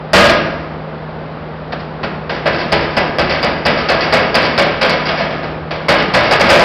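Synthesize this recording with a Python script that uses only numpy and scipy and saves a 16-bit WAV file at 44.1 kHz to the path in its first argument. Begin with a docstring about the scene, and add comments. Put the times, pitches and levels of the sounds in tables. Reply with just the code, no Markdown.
"""A heavy steel bin lid drops shut, is knocked lightly, then tugged by its handle against the latch about four
times a second, and is finally banged up and down. Each blow is a burst of contacts that excites decaying sines,
a noise crowd of plate modes and a stiff latch. A large warehouse adds diffuse reverberation; its ventilation
is a wavering hum over filtered noise. A small, narrow-band microphone close by overloads on hard blows."""
import sys
import numpy as np
from scipy import signal
from scipy.fft import rfft, irfft, next_fast_len
from scipy.io import wavfile

SR = 44100
rng = np.random.default_rng(int(sys.argv[2]) if len(sys.argv) > 2 else 0)


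def master(y):
    """Save y as 16-bit WAV."""
    cut = np.clip(np.atleast_2d(y).T, -1, 1)
    pcm = np.round(cut * 32767)  # scale
    wavfile.write(sys.argv[1], SR, pcm.astype(np.int16))


N = 292824


def lid():
    """All blows of the lid, summed at their start times."""
    out = np.zeros(N)
    for gesture in (drop, knocks, tugs, rattles, bangs):
        for start_s, sound in gesture():
            add(out, start_s, sound)
    return out


def drop():
    """The lid falls on nearly the whole rim and bounces; every bounce is weaker and brighter."""
    # landings of the dropped lid: start_s
    landing_times = [0.133, 0.152, 0.192, 0.243, 0.288]
    first_force_db, loss_per_bounce_db = 4, 2.5
    first_bright_db_per_oct, gain_per_bounce_db_per_oct = 0.87, 0.5
    for k, start_s in enumerate(landing_times):
        force_db = first_force_db - k * loss_per_bounce_db
        bright_db = first_bright_db_per_oct + k * gain_per_bounce_db_per_oct
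        yield start_s, blow(force_db, latch_db=-13, bright_db=bright_db, flat=0.9, chatter_s=.013,
                            sustain=0.58, modes_db=-2.5, crack_db=-1)


def knocks():
    """Light knocks: hand bumps at first, short and hollow; later the lid settling after the last pull, ringing longer."""
    # light knocks: start_s, force_db, bright_db_per_oct (before limiting), sustain (t60 factor)
    knock_table = [(1.723, -13.5, -0.2, 0.27), (1.796, -24, 0, .35), (2.032, -10, -4, 0.43),
                   (2.295, -11, -0.4, 0.71), (5.086, -11, .5, 0.8), (5.203, -13, -1, 1),
                   (5.305, -20.5, 1, 1), (5.432, -18, -1, 1), (5.709, -14.5, 0.4, 0.96)]
    for start_s, force_db, bright_db, sustain in knock_table:
        yield start_s, blow(force_db, latch_db=-15, bright_db=bright_db, flat=0.48, chatter_s=0.0046,
                            sustain=sustain, plate_db=-3.5, crack_db=1.5, crack_s=0.0062)


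def tugs():
    """Pulls jerk the lid up against the latch; over the run of pulls the lid rings longer and brighter."""
    # pulls on the handle: start_s, force_db
    tug_table = [(2.458, -4.5), (2.720, -3), (2.967, -4.5), (3.185, -4.5), (3.429, -6), (3.652, -3),
                 (3.887, -3.5), (4.125, -2), (4.344, -3), (4.578, -3), (4.813, -3.5)]
    first_sustain, sustain_per_s = 0.65, .13
    first_bright_db_per_oct, bright_gain_per_s = -0.44, 0.66
    # the first pull barely reaches the latch; later ones ring it fully
    full_latch_db, first_shortfall_db, take_up_s = 0, 14.5, 0.15
    first_s = tug_table[0][0]
    for start_s, force_db in tug_table:
        since_s = start_s - first_s
        latch_db = full_latch_db - first_shortfall_db * np.exp(-since_s / take_up_s)
        bright_db = first_bright_db_per_oct + bright_gain_per_s * since_s
        sustain = first_sustain + sustain_per_s * since_s
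        yield start_s, blow(force_db, latch_db=latch_db, bright_db=bright_db, flat=.15, chatter_s=0.0066,
                            sustain=sustain, modes_db=-2.5, plate_db=-3.5, crack_db=-1.5, crack_s=0.0052)


def rattles():
    """Around the pulls the lid sinks back and the latch rattles in its play: loose, bright chatter."""
    # rattles: start_s, force_db
    rattle_table = [(2.335, -21.5), (2.532, -15), (2.585, -14), (2.81, -17.5), (2.908, -23.5), (3.051, -25),
                    (3.296, -8), (3.776, -12), (4.009, -9), (4.225, -20), (4.430, -9.5), (4.896, -9.5),
                    (5.055, -11), (5.175, -13)]
    for start_s, force_db in rattle_table:
        yield start_s, blow(force_db, latch_db=3.0, bright_db=1.75, flat=0.093, chatter_s=.015,
                            sustain=0.96, plate_db=-3.5, crack_db=-3)


def bangs():
    """The freed lid is banged hard, with a strike between latch and rim."""
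    # bangs: start_s, force_db, chatter_s, sustain (t60 factor, short if hand-damped)
    bang_table = [(5.884, 0, .0055, 0.76), (5.985, -6.5, .015, .57), (6.138, -2, .0047, .96),
                  (6.244, -9, .015, 0.94), (6.310, 0.5, .012, 0.48), (6.398, -1.5, .0086, 0.74),
                  (6.445, -9, 0.014, 1), (6.492, 1.5, .0083, 1), (6.542, -6, .018, 0.47),
                  (6.595, -3.5, 0.011, .78)]
    for start_s, force_db, chatter_s, sustain in bang_table:
        yield start_s, blow(force_db, latch_db=-3.5, bright_db=0.8, flat=0.37, chatter_s=chatter_s,
                            sustain=sustain, modes_db=-3.5, crack_db=-0.5)


def blow(force_db, latch_db, bright_db, flat, chatter_s, sustain,
         plate_db=-3, modes_db=-3, rim_db=-2.5, spread_s=0.0037,
         crack_db=0, crack_s=0.0026, detune=0.0028, uneven_db=2):
    """One steel-on-steel blow, at the latch (flat=0) to whole rim (flat=1): crack, panels and latch."""
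    # lid and box modes: pitch_hz, t60_s (at sustain 1), latch_hit_db, rim_hit_db (both relative)
    mode_table = [ (73.5, .7, -22, -19), (190, 1.1, -20.5, -7), (234.6, .7, -17.5, -18.5),
                  (338, 0.96, -20, -12.5), (425.7, 1.14, -19, -24.5), (474.3, 0.43, -15.5, -7),
                  (520, 0.49, -10.5, -12.5), (560.6, 0.49, -11.5, -7.5), (583, 0.56, -13.5, -1.5),
                  (632, 0.77, -16, -14.5), (663.4, 0.61, -16, 2), (732, 0.38, -10.5, -10),
                  (840, 0.46, -14, -9), (995, 1.08, -18, -15.5), (1085, 0.77, -24.5, -13.5),
                  (1135, 0.32, -17.5, -20), (1240, 1.1, -19, -12), (1398, 0.44, -22, -17.5),
                  (1547, 0.36, -14, -16.5), (1566, 0.4, -18.5, -14.5), (1645, 1.02, -18.5, -12),
                  (1747, 0.74, -17.5, -22.5), (1895, 0.24, -30.5, -12.5), (1988, 0.48, -13, -15),
                  (2187, 0.52, -14.5, -18), (2280, 0.42, -16.5, -14), (2580, 0.3, -15, -13),
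                  (2715, 0.51, -20.5, -22), (2867, 0.32, -19, -11.5), (3470, 0.27, -23, -23.5),
                  (4270, 0.26, -17.5, -19)]
    # crowd of closely spaced plate modes: freq_hz, density_db (relative, per Hz)
    plate_spectrum = [(30, -12), (75, -11), (115, -0.5), (200, -1), (300, -5.5), (600, 7), (930, 1),
                      (1600, -0.5), (2400, -1.5), (3300, -5), (4100, -9), (5200, -5)]
    # decay of that crowd: freq_hz, t60_s (at sustain 1)
    plate_decay = [(80, 1), (500, 0.52), (1500, 0.92), (3000, 0.63), (5000, 0.4)]
    # small stiff latch: pitch_hz, t60_s, level_db (relative)
    latch_modes = [(4480, .025, -18), (4666, 0.02, -6.5), (4756, 0.029, -8), (5400, 0.053, -19.5),
                   (4870, 0.013, -8), (5233, 0.024, -4)]
    # crack of the contact: freq_hz, density_db (relative, per Hz)
    crack_spectrum = [(60, -15.5), (200, -3.5), (350, -12), (620, 10), (950, 0.5), (1800, 3), (3600, -7.5),
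                      (5000, -6), (8000, -9.5)]

    t = np.arange(int(.7 * SR)) / SR
    flat, sustain = np.clip(flat, 0, 1), max(sustain, .05)
    touches = contacts(chatter_s)
    energy = np.pad(touches ** 2, (0, len(t) - len(touches)))

    # mode pitches and levels vary a little at random from blow to blow
    hz, t60, at_latch_db, at_rim_db = np.transpose(mode_table)
    hz = hz * (1 + detune * rng.standard_normal(len(hz)))
    mode_db = (1 - flat) * at_latch_db + flat * (at_rim_db + rim_db) + modes_db
    mode_db = mode_db + uneven_db * rng.standard_normal(len(hz))
    modes = ring(hz, t60 * sustain, mode_db, t)

    crowd = unit(colour(rng.standard_normal(len(t)), lambda f: read(plate_spectrum, f)))
    crowd = amp(plate_db) * die_away(crowd, np.array(plate_decay) * [1, sustain])
    # each knock adds energy, which bending waves need a few milliseconds to spread over the panels
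    panels = (modes + crowd) * np.sqrt(np.cumsum(energy)) * (1 - np.exp(-t / spread_s))

    energy_decay = np.exp(-2 / (crack_s * SR))
    near_contact = np.sqrt(signal.lfilter([1], [1, -energy_decay], energy + 1e-18))
    crack_noise = unit(colour(rng.standard_normal(len(t)), lambda f: read(crack_spectrum, f)))
    crack = amp(crack_db) * near_contact * crack_noise

    # a harder, shorter contact favours the treble: tilt in dB per octave about 1 kHz
    tilt_db = np.clip(bright_db, -1, 2.5)
    body = colour(panels + crack, lambda f: tilt_db * np.log2(np.clip(f, 300, 6000) / 1000))
    latch_ring = ring(*np.transpose(latch_modes), t)
    latch = amp(latch_db) * signal.fftconvolve(latch_ring, touches)[:len(t)]
    return amp(force_db) * (body + latch)


def contacts(chatter_s, touch=0.85, count=9):
    """A first touch, then a run of knocks that swells until chatter_s and fades as the lid seats; unit energy."""
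    when = np.append(0, 3 * (np.arange(count) + rng.random(count)) / count)  # in units of chatter_s
    swell = when * np.exp(1 - when)
    size = swell * rng.choice([-1, 1], count + 1) * rng.uniform(0.33, 1, count + 1) ** 2
    size[0] = touch
    at = (when * max(chatter_s, .002) * SR).astype(int)
    return np.bincount(at, size) / np.linalg.norm(size)


def ring(hz, t60, db, t):
    """A sum of exponentially dying sines, each starting up or down."""
    sign = rng.choice([-1, 1], len(hz))
    t, hz, t60 = (np.float32(v) for v in (t, hz, t60))
    fade = np.exp(-np.float32(np.log(1000)) * t / t60[:, None])
    return (sign * amp(db)) @ (np.sin(2 * np.pi * hz[:, None] * t) * fade)


def die_away(x, t60s):
    """Lets every frequency of x decay at its own speed."""
    hz, t, z = signal.stft(x, SR, nperseg=512)
    fade = np.exp(-np.log(1000) * t / read(t60s, hz)[:, None])
    return signal.istft(z * fade, SR)[1][:len(x)]


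def warehouse(x, build_s=0.0076):
    """Diffuse reverberation: in every band, energy gathers in the hall and drains away, with random phase."""
    # decay of the hall: freq_hz, t60_s
    hall_decay = [(100, 1), (600, 1), (2000, 1), (3500, 0.7), (5500, 0.8)]
    # gain of the reflected sound: freq_hz, gain_db
    hall_gain = [(70, -2.5), (190, -3.5), (300, 3.5), (600, -3.5), (2000, -5.5), (3600, -4.5), (4800, -6)]
    size, hop = 1024, 256  # samples
    hz, _, direct = signal.stft(x, SR, nperseg=size, noverlap=size - hop)
    diffuse = signal.stft(rng.standard_normal(N), SR, nperseg=size, noverlap=size - hop)[2]
    # the first reflections arrive two frames late, then thicken
    build = np.exp(-hop / SR / build_s)
    fed = signal.lfilter([0, 0, 1 - build], [1, -build], abs(direct) ** 2)
    keep = np.exp(-2 * np.log(1000) * hop / SR / read(hall_decay, hz))
    stored = np.array([signal.lfilter([1 - k], [1, -k], band) for k, band in zip(keep, fed)])
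    field = diffuse / diffuse.std() * np.sqrt(stored) * amp(read(hall_gain, hz))[:, None]
    return signal.istft(field, SR, nperseg=size, noverlap=size - hop)[1][:N]


def ventilation(waver=0.04, hum_db=0):
    """A fan hums, wavering slightly in level and phase, over a steady rush of air (filtered noise)."""
    # fan tone: pitch_hz, level_db (rms)
    fan_tones = [(156.1, -31.5)]
    # rushing air: freq_hz, density_db (relative, per Hz)
    air_spectrum = [(15, -37), (35, -16), (55, -11), (66, 0), (78, 0), (92, -7.5), (115, -8.5), (170, -5),
                    (230, 0), (290, -7), (470, -2), (680, -3.5), (900, -7), (1400, -11), (2800, -22),
                    (5500, -31)]
    air_rms_db = -27.5
    t = np.arange(N) / SR
    knots_s = np.linspace(0, t[-1], num=40)
    out = amp(air_rms_db) * unit(colour(rng.standard_normal(N), lambda f: read(air_spectrum, f)))
    for hz, db in fan_tones:
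        swell = np.interp(t, knots_s, waver * rng.standard_normal(len(knots_s)))
        drift_rad = np.interp(t, knots_s, waver * rng.standard_normal(len(knots_s)))
        tone = np.sin(2 * np.pi * (hz * t + rng.random()) + drift_rad)
        out += np.sqrt(2) * amp(db + hum_db) * (1 + swell) * tone
    return out


def amp(db):
    """Decibels to gain."""
    return 10 ** (np.asarray(db) / 20)


def unit(x):
    """Scales to an rms of one."""
    return x / np.sqrt(np.mean(x ** 2) + 1e-20)


def read(points, hz):
    """Reads a table along a log-frequency axis."""
    f, value = np.transpose(points)
    return np.interp(np.log(hz + 1), np.log(f), value)


def add(mix, start_s, sound):
    """Mixes a sound in at start_s, cut at the end of the mix."""
    part = mix[round(start_s * SR):][:len(sound)]
    part += sound[:len(part)]


def colour(x, db_at):
    """Filters x by a gain in dB given as a function of frequency."""
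    size = next_fast_len(len(x) + 4096)
    gain = amp(db_at(np.fft.rfftfreq(size, 1 / SR)))
    return irfft(rfft(x, size) * gain, size)[:len(x)]


def scene():
    """The bin, its reverberation and the ventilation."""
    steel = lid()
    return (steel + warehouse(steel) + ventilation())[None]


def record(dry, order=16):
    """The narrow-band microphone signal is clipped with a tight knee, then band-limited."""
    # microphone response: freq_hz, gain_db
    mic_response = [(10, -14), (30, 2.5), (4900, -1), (5300, -8.5), (5700, -13), (6050, -29), (6400, -53.5),
                    (7000, -101.5)]
    ceiling, edge_hz = .73, 15900
    heard = colour(dry[0], lambda f: read(mic_response, f))
    clipped = heard / (1 + abs(heard / ceiling) ** order) ** (1 / order)
    lowpass = signal.firwin(511, edge_hz, window=("kaiser", 9), fs=SR)
    return signal.oaconvolve(clipped, lowpass, "same")[None]


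dry = scene()
out = record(dry)
master(out)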